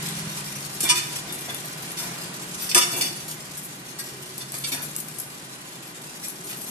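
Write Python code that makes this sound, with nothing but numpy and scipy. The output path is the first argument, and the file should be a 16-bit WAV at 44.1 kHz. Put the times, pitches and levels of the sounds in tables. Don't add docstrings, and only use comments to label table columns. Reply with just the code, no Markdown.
import sys
import numpy as np
from scipy import signal
from scipy.fft import rfft, irfft, next_fast_len
from scipy.io import wavfile
from scipy.ndimage import uniform_filter1d

SR = 44100
rng = np.random.default_rng(int(sys.argv[2]) if len(sys.argv) > 2 else 0)


def log_audio(samples):
    frames = np.atleast_2d(samples).T
    limited = np.clip(frames, -1, 1)
    pcm = np.round(limited * 32767).astype(np.int16)
    wavfile.write(sys.argv[1], SR, pcm)


N = 295468
TOP_HZ = 13180
LEFT_LAG = 8


def amp(db):
    return 10 ** (np.asarray(db) / 20)


def unit(x):
    return x / np.sqrt(np.mean(x ** 2) + 1e-20)


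def unit_energy(x):
    return x / np.linalg.norm(x, axis=-1, keepdims=True)


def levelled(sound, db, length):
    return amp(db) * sound / np.sqrt(np.mean(sound[:, :int(max(length, .003) * SR)] ** 2))


def at_pitch(table, hz):
    f, value = np.transpose(table)
    return np.interp(np.log(hz + 1), np.log(f + 1), value)


def curves(table):
    times, *columns = np.transpose(table)
    return [np.interp(np.arange(N) / SR, times, column) for column in columns]


def add(mix, start, sound):
    part = mix[:, round(start * SR):][:, :sound.shape[1]]
    part += sound[:, :part.shape[1]]


def colour(x, db_at):
    size = next_fast_len(x.shape[-1] + 2048)
    gain = amp(db_at(np.fft.rfftfreq(size, 1 / SR) + 1))
    return irfft(rfft(x, size) * gain, size)[..., :x.shape[-1]]


def drift(top_hz):
    t = np.arange(N // 256 + 2) * 256 / SR
    rates = np.geomspace(top_hz / 10, top_hz, 20)
    wobble = sum(np.sin(2 * np.pi * (f * t + rng.random())) / np.sqrt(f) for f in rates)
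    return np.interp(np.arange(N) / SR, t, unit(wobble))


def dying_noise(ring_times):
    hz, t, bands = signal.stft(rng.standard_normal((2, SR * 2 // 3)), SR, nperseg=256)
    fade = np.exp(-np.log(1000) * t / at_pitch(ring_times, hz)[:, None])
    return signal.istft(bands * fade, SR, nperseg=256)[1][:, :SR // 2]


def dying_tone(hz, t60, phase_turns=0):
    t = np.arange(SR // 2) / SR
    return unit_energy(np.exp(-np.log(1000) * t / t60) * np.sin(2 * np.pi * (hz * t + phase_turns)))


def snap():
    click = np.zeros((2, SR // 2))
    click[0, LEFT_LAG] = click[1, 0] = 1
    return click


def contacts(length, per_s, spread_db, fade_power, first=0.082, rise_share=0.014):
    t = np.arange(int(2 * max(length, .002) * SR)) / SR
    chance, size, sign = rng.random((3, SR // 2))[:, :len(t)]
    clicks = (chance < per_s / SR) * amp(spread_db * (size - 3.0)) * np.sign(sign - .5)
    clicks *= 1 - np.exp(-t / (rise_share * length))
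    clicks[0] = first
    return (clicks * np.exp(-(t / length) ** fade_power))[None]


def close_echoes(x, echo_db, count=5):
    echoes = np.zeros((2, SR // 80))
    for delay, offset, sign in rng.random((count, 3)):
        left = int((.001 + .008 * delay) * SR)
        right = left + int(4 * offset)
        echoes[[0, 1], [left, right]] += np.sign(sign - .5) * amp(echo_db) / np.sqrt(count)
    echoes[:, 0] = 1
    return signal.oaconvolve(x, unit_energy(echoes), axes=1)[:, :x.shape[1]]


# f/Hz, level/dB
AIR_COLOUR = [(15, -45), (30, -16), (60, -13), (95, -15.5), (130, 6.5), (220, 2), (310, 1.5), (385, 1.5),
              (470, -5), (750, -4.5), (2400, -5.5), (5500, -10), (9000, -9), (13000, -17.5)]
# f/Hz, likeness (1 = the same)
AIR_LIKENESS = [(100, 0.99), (300, 0.86), (600, 0.53), (1200, -0.29), (2500, -0.065), (5000, -0.11),
                (12000, 0.027)]
# t/s, roar level/dB, hiss level/dB
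AIR_LEVELS = [(0, -46, -31.5), (.6, -44, -37), (2.2, -41.5, -36.5), (3.7, -45, -41), (5.8, -45, -42),
              (6.7, -42.5, -44.5)]
def air(split_hz=1100, roar_trim_db=-1, hiss_trim_db=-3):
    left, other = rfft(rng.standard_normal((2, N)))
    hz = np.fft.rfftfreq(N, 1 / SR)
    likeness = np.clip(at_pitch(AIR_LIKENESS, hz), -1, 1)
    right = likeness * left + np.sqrt(1 - likeness ** 2) * other
    spectrum = np.array([left, right]) * amp(at_pitch(AIR_COLOUR, hz)) * (hz < TOP_HZ)
    low_share = 1 / (1 + (hz / split_hz) ** 4)
    roar, hiss = (unit(irfft(spectrum * np.sqrt(share), N)) for share in (low_share, 1 - low_share))
    hiss = unit(close_echoes(hiss, echo_db=-5))
    roar_db, hiss_db = curves(AIR_LEVELS)
    return roar * amp(roar_db + roar_trim_db) + hiss * amp(hiss_db + hiss_trim_db)


# t/s, length/s, peak level/dB
TONE_SWELLS = [(3.997, 0.45, -46), (6.24, 0.39, -47)]
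def far_tone(hz=382, waver=0.035):
    t = np.arange(N) / SR
    swell = sum(amp(db) * np.sin(np.pi * np.clip((t - start) / length, 0, 1))
                for start, length, db in TONE_SWELLS)
    pitch = hz * (1 + waver * drift(26))
    return swell * np.sin(2 * np.pi * np.cumsum(pitch) / SR)


# t/s, f/Hz
FIRING_RATE = [(0, 21.1), (.4, 20.2), (1, 20.2), (1.6, 19), (2.4, 23.1), (3.4, 18.8), (4.6, 19.55),
               (5.6, 24), (6.7, 22.6)]
# t/s, level/dB of the first, level/dB of the second
MAIN_HUMS = [(0, -40.5, -39), (.27, -43, -39.5), (.55, -45.5, -56), (1.4, -48.5, -53), (2.1, -66, -47),
             (3.5, -57, -51), (4.8, -47, -77), (6.7, -77, -59)]
WEAK_HUMS = {5: -21, 6: -28, 10: -8, 11: -32, 14: -26, 15: -18.5, 19: -14.5}
def engine(puff_db=-7, puff_band_hz=(86.3, 207.4), puff_fade_cycles=0.13):
    cycles = np.cumsum(curves(FIRING_RATE)[0]) / SR + rng.random()
    def hum(multiple, db):
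        return amp(db) * np.sqrt(2) * np.sin(2 * np.pi * (multiple * cycles + 0.055 * drift(8.9)))
    levels = curves(MAIN_HUMS)
    strong = sum(hum(multiple, db) for multiple, db in zip((7, 8), levels))
    loudest_db = np.max(levels, axis=0)
    weak = sum(hum(multiple, loudest_db + db + 2.5 * drift(3)) for multiple, db in WEAK_HUMS.items())
    puffs = rng.standard_normal(N) * np.exp(-(cycles % 1) / puff_fade_cycles)
    puffs = unit(signal.sosfilt(signal.butter(1, puff_band_hz, "band", fs=SR, output="sos"), puffs))
    return strong + weak + puffs * amp(loudest_db + puff_db)


# f/Hz, ring time/s
TERRACE_ECHO = [(200, 0.83), (2000, 0.54), (6000, 0.6), (13000, 0.48)]
def terrace(x, echo_db=-10.5, build_s=0.041):
    t = np.arange(SR // 2) / SR
    echo = dying_noise(TERRACE_ECHO) * (1 - np.exp(-(t / build_s) ** 2))
    return x + amp(echo_db) * signal.fftconvolve(x, unit_energy(echo), axes=1)[:, :N]


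def spot_ring(count=70, t60=.045, band_hz=(2300, 13100)):
    size = SR // 7
    spectrum = np.zeros((2, size // 2 + 1), complex)
    bins = (rng.uniform(*band_hz, count) * size / SR).astype(int)
    spectrum[:, bins] = rng.uniform(.3, 1, count) * np.exp(2j * np.pi * rng.random((2, count)))
    fade = np.exp(-np.log(1000) * np.arange(size) / SR / t60)
    return unit_energy(irfft(spectrum, size) * fade)


def rub_wire(slips, snap_db, echo_db):
    ring = spot_ring()
    touch = ring + amp(snap_db) * snap()[:, :ring.shape[1]]
    return close_echoes(signal.fftconvolve(slips, touch, axes=1), echo_db)


# t/s, level/dB
BRUSH_LEVEL = [(0, -37), (.6, -38), (1.4, -40.5), (1.85, -42), (2.3, -38), (3.7, -44), (4.6, -42.5),
               (5.7, -44), (6.7, -41.5)]
def brushing(count=120, low_cut_hz=1600):
    out = np.zeros((2, N))
    for k, (when, span, softness) in enumerate(rng.random((count, 3))):
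        length = .025 + .07 * span
        slips = contacts(length, per_s=500, spread_db=24, fade_power=4, first=.004, rise_share=.15)
        scuff = rub_wire(slips, snap_db=-2, echo_db=6)
        add(out, (k + when) * N / SR / count, levelled(scuff, -6 * softness, length))
    out = colour(out, lambda hz: -20 * np.log10(1 + (low_cut_hz / hz) ** 2) - 60 * (hz > TOP_HZ))
    return unit(out) * amp(curves(BRUSH_LEVEL)[0])


# f/Hz, level/dB, ring time/s
GRID_NOTES = [(140, 5.5, 0.12), (169, -10, 0.46), (272, 3, 0.84), (351, 6, 0.17), (447, -14, 0.25),
              (690, 0, 0.088), (807, -16, 0.16)]
# t/s, level/dB, length/s, f/Hz of the boom
LANDINGS = [(0.835, -34, 0.025, 340), (1.275, -43, 0.057, 355), (1.484, -38, 0.016, 740),
            (1.519, -46.5, 0.036, 150), (1.994, -43, 0.13, 200), (2.753, -25.5, 0.021, 359),
            (2.921, -38.5, 0.13, 320), (4.536, -41, 0.0076, 150), (4.72, -42, 0.1, 275),
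            (6.52, -50, 0.02, 162)]
def thumps(thud_db=4, boom_db=9, low_cut_hz=105):
    thud_band = signal.butter(3, [130, 900], "band", fs=SR, output="sos")
    thud = signal.sosfilt(thud_band, snap() + .5 * unit_energy(dying_noise([(500, 0.3)])))
    grid = sum(amp(db) * dying_tone(hz, t60) for hz, db, t60 in GRID_NOTES)
    grid = grid + amp(thud_db) * unit_energy(thud)
    out = np.zeros((2, N))
    for start, db, length, hz in LANDINGS:
        floor = grid + amp(boom_db) * dying_tone(hz, t60=0.07)
        pushes = contacts(length, per_s=1000, spread_db=11, fade_power=1.7)
        add(out, start, levelled(signal.fftconvolve(pushes, floor, axes=1), db, length))
    return signal.sosfilt(signal.butter(4, low_cut_hz, "high", fs=SR, output="sos"), out)


def claw_colour(x, lows_db, centre_hz=12400, width_octaves=0.79):
    def db_at(hz):
        bump = np.exp(-.5 * (np.log2(hz / centre_hz) / width_octaves) ** 2)
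        return lows_db * (1 - bump) - 60 * (hz > TOP_HZ)
    return colour(x, db_at)


# t/s, level/dB
CLAW_TICKS = [(0.189, -33), (0.452, -39), (0.809, -23), (1.325, -27), (1.41, -31), (1.505, -34),
              (1.546, -26.5), (1.656, -30.5), (1.918, -29), (2.285, -40), (3.02, -24), (4.38, -28),
              (4.52, -29), (4.587, -28), (4.688, -32), (4.831, -38), (4.9637, -20), (5.002, -26),
              (5.085, -32), (5.186, -30), (5.199, -28), (6.254, -40), (6.284, -27), (6.498, -40),
              (6.547, -38), (6.618, -35), (6.683, -38)]
def ticks():
    out = np.zeros((2, N))
    for start, db in CLAW_TICKS:
        tick = unit_energy(dying_noise([(1000, .015)]))
        add(tick, 0, .5 * spot_ring(count=24, t60=0.14))
        add(out, start, levelled(claw_colour(tick, lows_db=-22), db, length=.003))
    return out


# t/s, level/dB, length/s, level/dB of the lows against the highs
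CLAW_STROKES = [(0.367, -35, 0.039, -4), (0.738, -36, 0.019, -26), (0.805, -23.5, 0.06, -10.5),
                (1.128, -32.5, 0.071, -2), (1.324, -34, 0.037, -21), (1.985, -39, 0.06, -20),
                (2.965, -28.5, 0.039, -14), (3.28, -33.5, 0.056, -6), (3.571, -34.5, 0.029, -11),
                (3.628, -37, 0.038, -22), (4.52, -36.5, 0.14, -11), (4.665, -30.5, 0.041, -5),
                (4.719, -31, 0.049, -25), (4.82, -32, 0.041, -14), (4.98, -33, 0.028, -30),
                (5.185, -32.5, 0.036, -21), (6.251, -36.5, 0.069, -19), (6.437, -38.5, 0.055, -15),
                (6.488, -36, 0.042, -14), (6.569, -39, 0.067, -22), (6.614, -37, 0.038, -21),
                (6.669, -34, .076, -9)]
def scratches():
    out = np.zeros((2, N))
    for start, db, length, lows_db in CLAW_STROKES:
        slips = contacts(length, per_s=700, spread_db=22, fade_power=3, first=.006, rise_share=.06)
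        stroke = rub_wire(slips, snap_db=-1, echo_db=4)
        add(out, start, levelled(claw_colour(stroke, lows_db), db, length))
    return out


# f/Hz, level/dB, ring time/s
FRAME_NOTES = [(981, 11.5, 0.21), (348, 1, 0.38), (1252, 9.5, 0.29), (1227, 15, 0.14), (1769, 20, 0.058)]
# t/s, level/dB, rise/s, change/dB of the other notes
HARD_BLOWS = [(0.893, -35, 0.044, -8.5), (2.751, -32, 0.02, -2.5)]
def frame():
    lag_s = np.array([[LEFT_LAG / SR], [0]])
    main, *others = (amp(db) * dying_tone(hz, t60, -hz * lag_s) for hz, db, t60 in FRAME_NOTES)
    out, t = np.zeros((2, N)), np.arange(SR // 2) / SR
    for start, db, rise, others_db in HARD_BLOWS:
        ring = (main + amp(others_db) * sum(others)) * (1 - np.exp(-t / rise))
        add(out, start, levelled(ring, db, length=0.34))
    return out


# f/Hz, level/dB
WIRE_NOTES = [(2322, 3), (2550, 0), (2678, 2), (2800, -2), (2922, 4.5), (3020, -1), (3430, 0), (3577, 3),
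              (4355, 0), (4480, -1), (4735, 4), (5060, 1), (5270, -3), (5500, 7.5), (5905, 1), (6200, 0),
              (6420, 0), (6620, -5), (6790, -4), (7230, -4), (7450, -5), (7849, 0), (8140, -1), (8280, 1),
              (8420, -2), (8676, -1), (8950, -3), (9213, 2), (9720, -3), (9950, -3), (10500, -3),
              (10800, -4), (11200, -5), (11640, -5), (12300, -5)]
def singing_wires(blur_hz=30):
    out = np.zeros((2, N))
    for hz, db in WIRE_NOTES:
        width_hz = blur_hz * amp(-db / 2)
        slack = uniform_filter1d(rng.standard_normal(N), SR // 200)
        wander = np.cumsum(slack) * np.sqrt(2 * np.pi * width_hz / SR)
        phase = 2 * np.pi * hz * np.arange(N) / SR + wander
        apart = 1.2 * drift(9)
        out += amp(db + 3.5 * drift(16)) * np.sin(phase + np.array([apart, -apart]))
    return unit(out)


def patch_colour(x, tilt_db, low_cut_hz):
    def db_at(hz):
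        slope = tilt_db * np.log2(np.clip(hz, 800, TOP_HZ) / TOP_HZ)
        return slope - 60 * (hz > TOP_HZ) - 10 * np.log10(1 + (low_cut_hz / hz) ** 6)
    return colour(x, db_at)


# f/Hz, level/dB
MESH_COLOUR = [(200, 3), (600, 11.5), (1500, 14.5), (2100, 16), (2750, 6.5), (3230, -3), (3550, 15),
               (3950, -6), (4450, 9), (5150, 2.5), (5500, 4.5), (6500, -0.5), (7050, -0.5), (8100, -0.5),
               (13000, -0.5)]
# f/Hz, ring time/s
MESH_RING_TIMES = [(300, 0.45), (2000, 0.27), (6000, 0.019), (13000, 0.11)]
# t/s, level/dB, length/s, brightness/(dB per octave), rise/s,
# f/Hz of the low cut, level/dB of the long wires against the chatter
BODY_SLAMS = [(0.806, -32, 0.027, 3.5, .0007, 2400, -14), (0.872, -30.5, 0.015, -1.5, 0.008, 2000, -8),
              (0.890, -14.5, 0.02, -0.5, 0.0044, 1690, 8), (0.943, -25.5, 0.043, 3, 0.0053, 1490, -9),
              (1.971, -31, 0.055, 4.5, 0.0015, 799, -4), (2.596, -31, 0.081, 5.5, 0.0028, 892, -10),
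              (2.69, -27, 0.012, 3, 0.0056, 3400, -5), (2.714, -25, 0.0059, -12, 0.0017, 3805, 11),
              (2.7468, -10.5, 0.008, 3.5, 0.002, 300, 6.5), (2.767, -16.5, 0.018, 4.5, 0.0051, 500, 5),
              (2.812, -21.5, 0.017, -1, 0.0044, 2200, 5), (2.908, -30.5, .03, 5, .006, 2982, -5),
              (3.01, -20, 0.007, 1, 0.0003, 2806, 1.5), (3.031, -29, 0.054, 2.5, 0.0042, 2400, -6),
              (3.981, -31.5, 0.023, 4, 0.0088, 1200, -9), (4.379, -35, .006, 11, 0.00087, 3000, -3),
              (4.397, -37, 0.022, 2, 0.0068, 1795, -4), (4.639, -26.5, 0.0096, 1.5, 0.0009, 2600, -9),
              (4.719, -28, 0.00541, 3, 0.0005, 900, -12), (4.734, -33, 0.0055, 3.5, .0007, 1200, -4),
              (6.229, -34, 0.033, 6.5, 0.0034, 2000, -11), (6.484, -41.5, .047, -0.5, 0.0083, 800, -2)]
def clanks(snap_db=-4, jangle_db=7, wire_t60=.11):
    out, t = np.zeros((2, N)), np.arange(SR // 2) / SR
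    wires = np.pad(singing_wires(), ((0, 0), (0, SR)))
    wash = unit_energy(dying_noise(MESH_RING_TIMES))
    energy_kept = np.exp(-2 * np.log(1000) / wire_t60 / SR)
    shakes = [(start, db + 3.5, length, 0, 0.0071, 350, -25) for start, db, length, _ in LANDINGS]
    for start, db, length, tilt_db, rise, low_cut_hz, sing_db in BODY_SLAMS + shakes:
        touches = contacts(length, per_s=1100, spread_db=15, fade_power=3,
                           first=.08 * np.exp(-rise / .003), rise_share=rise / length)
        jangle = wash + amp(snap_db) * snap()
        add(jangle, 0, amp(jangle_db) * spot_ring(count=64, t60=.11))
        chatter = signal.fftconvolve(touches, close_echoes(jangle, echo_db=4), axes=1)[:, :len(t)]
        chatter = colour(chatter, lambda hz: at_pitch(MESH_COLOUR, hz))
        energy = signal.lfilter([1], [1, -energy_kept], np.pad(touches[0] ** 2, (0, len(t))))[:len(t)]
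        singing = np.sqrt(energy) * wires[:, round(start * SR):][:, :len(t)]
        blow = levelled(chatter, 0, length) + levelled(singing, sing_db, length)
        add(out, start, levelled(patch_colour(blow, tilt_db, low_cut_hz), db, length))
    return out


def scene():
    cage = clanks() + frame() + scratches() + ticks() + thumps() + brushing()
    return terrace(cage) + engine() + air() + far_tone()


# f/Hz, level/dB
RIGHT_DULLING = [(9500, 0.5), (10300, -6), (10800, -1.5), (11400, -38), (11900, -6), (13000, -13)]
# f/Hz, level/dB
TREBLE_LIFT = [(9500, 0), (11500, 3), (13000, 0)]
def record(dry, ceiling=.95):
    right = colour(dry[1], lambda hz: at_pitch(RIGHT_DULLING, hz))
    stereo = colour(np.array([dry[0], right]), lambda hz: at_pitch(TREBLE_LIFT, hz))
    squashed = stereo / (1 + (stereo / ceiling) ** 6) ** (1 / 6)
    top_cut = signal.firwin(511, TOP_HZ, window=("kaiser", 8), fs=SR)
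    return signal.oaconvolve(squashed, top_cut[None], "same")


dry = scene()
out = record(dry)
log_audio(out)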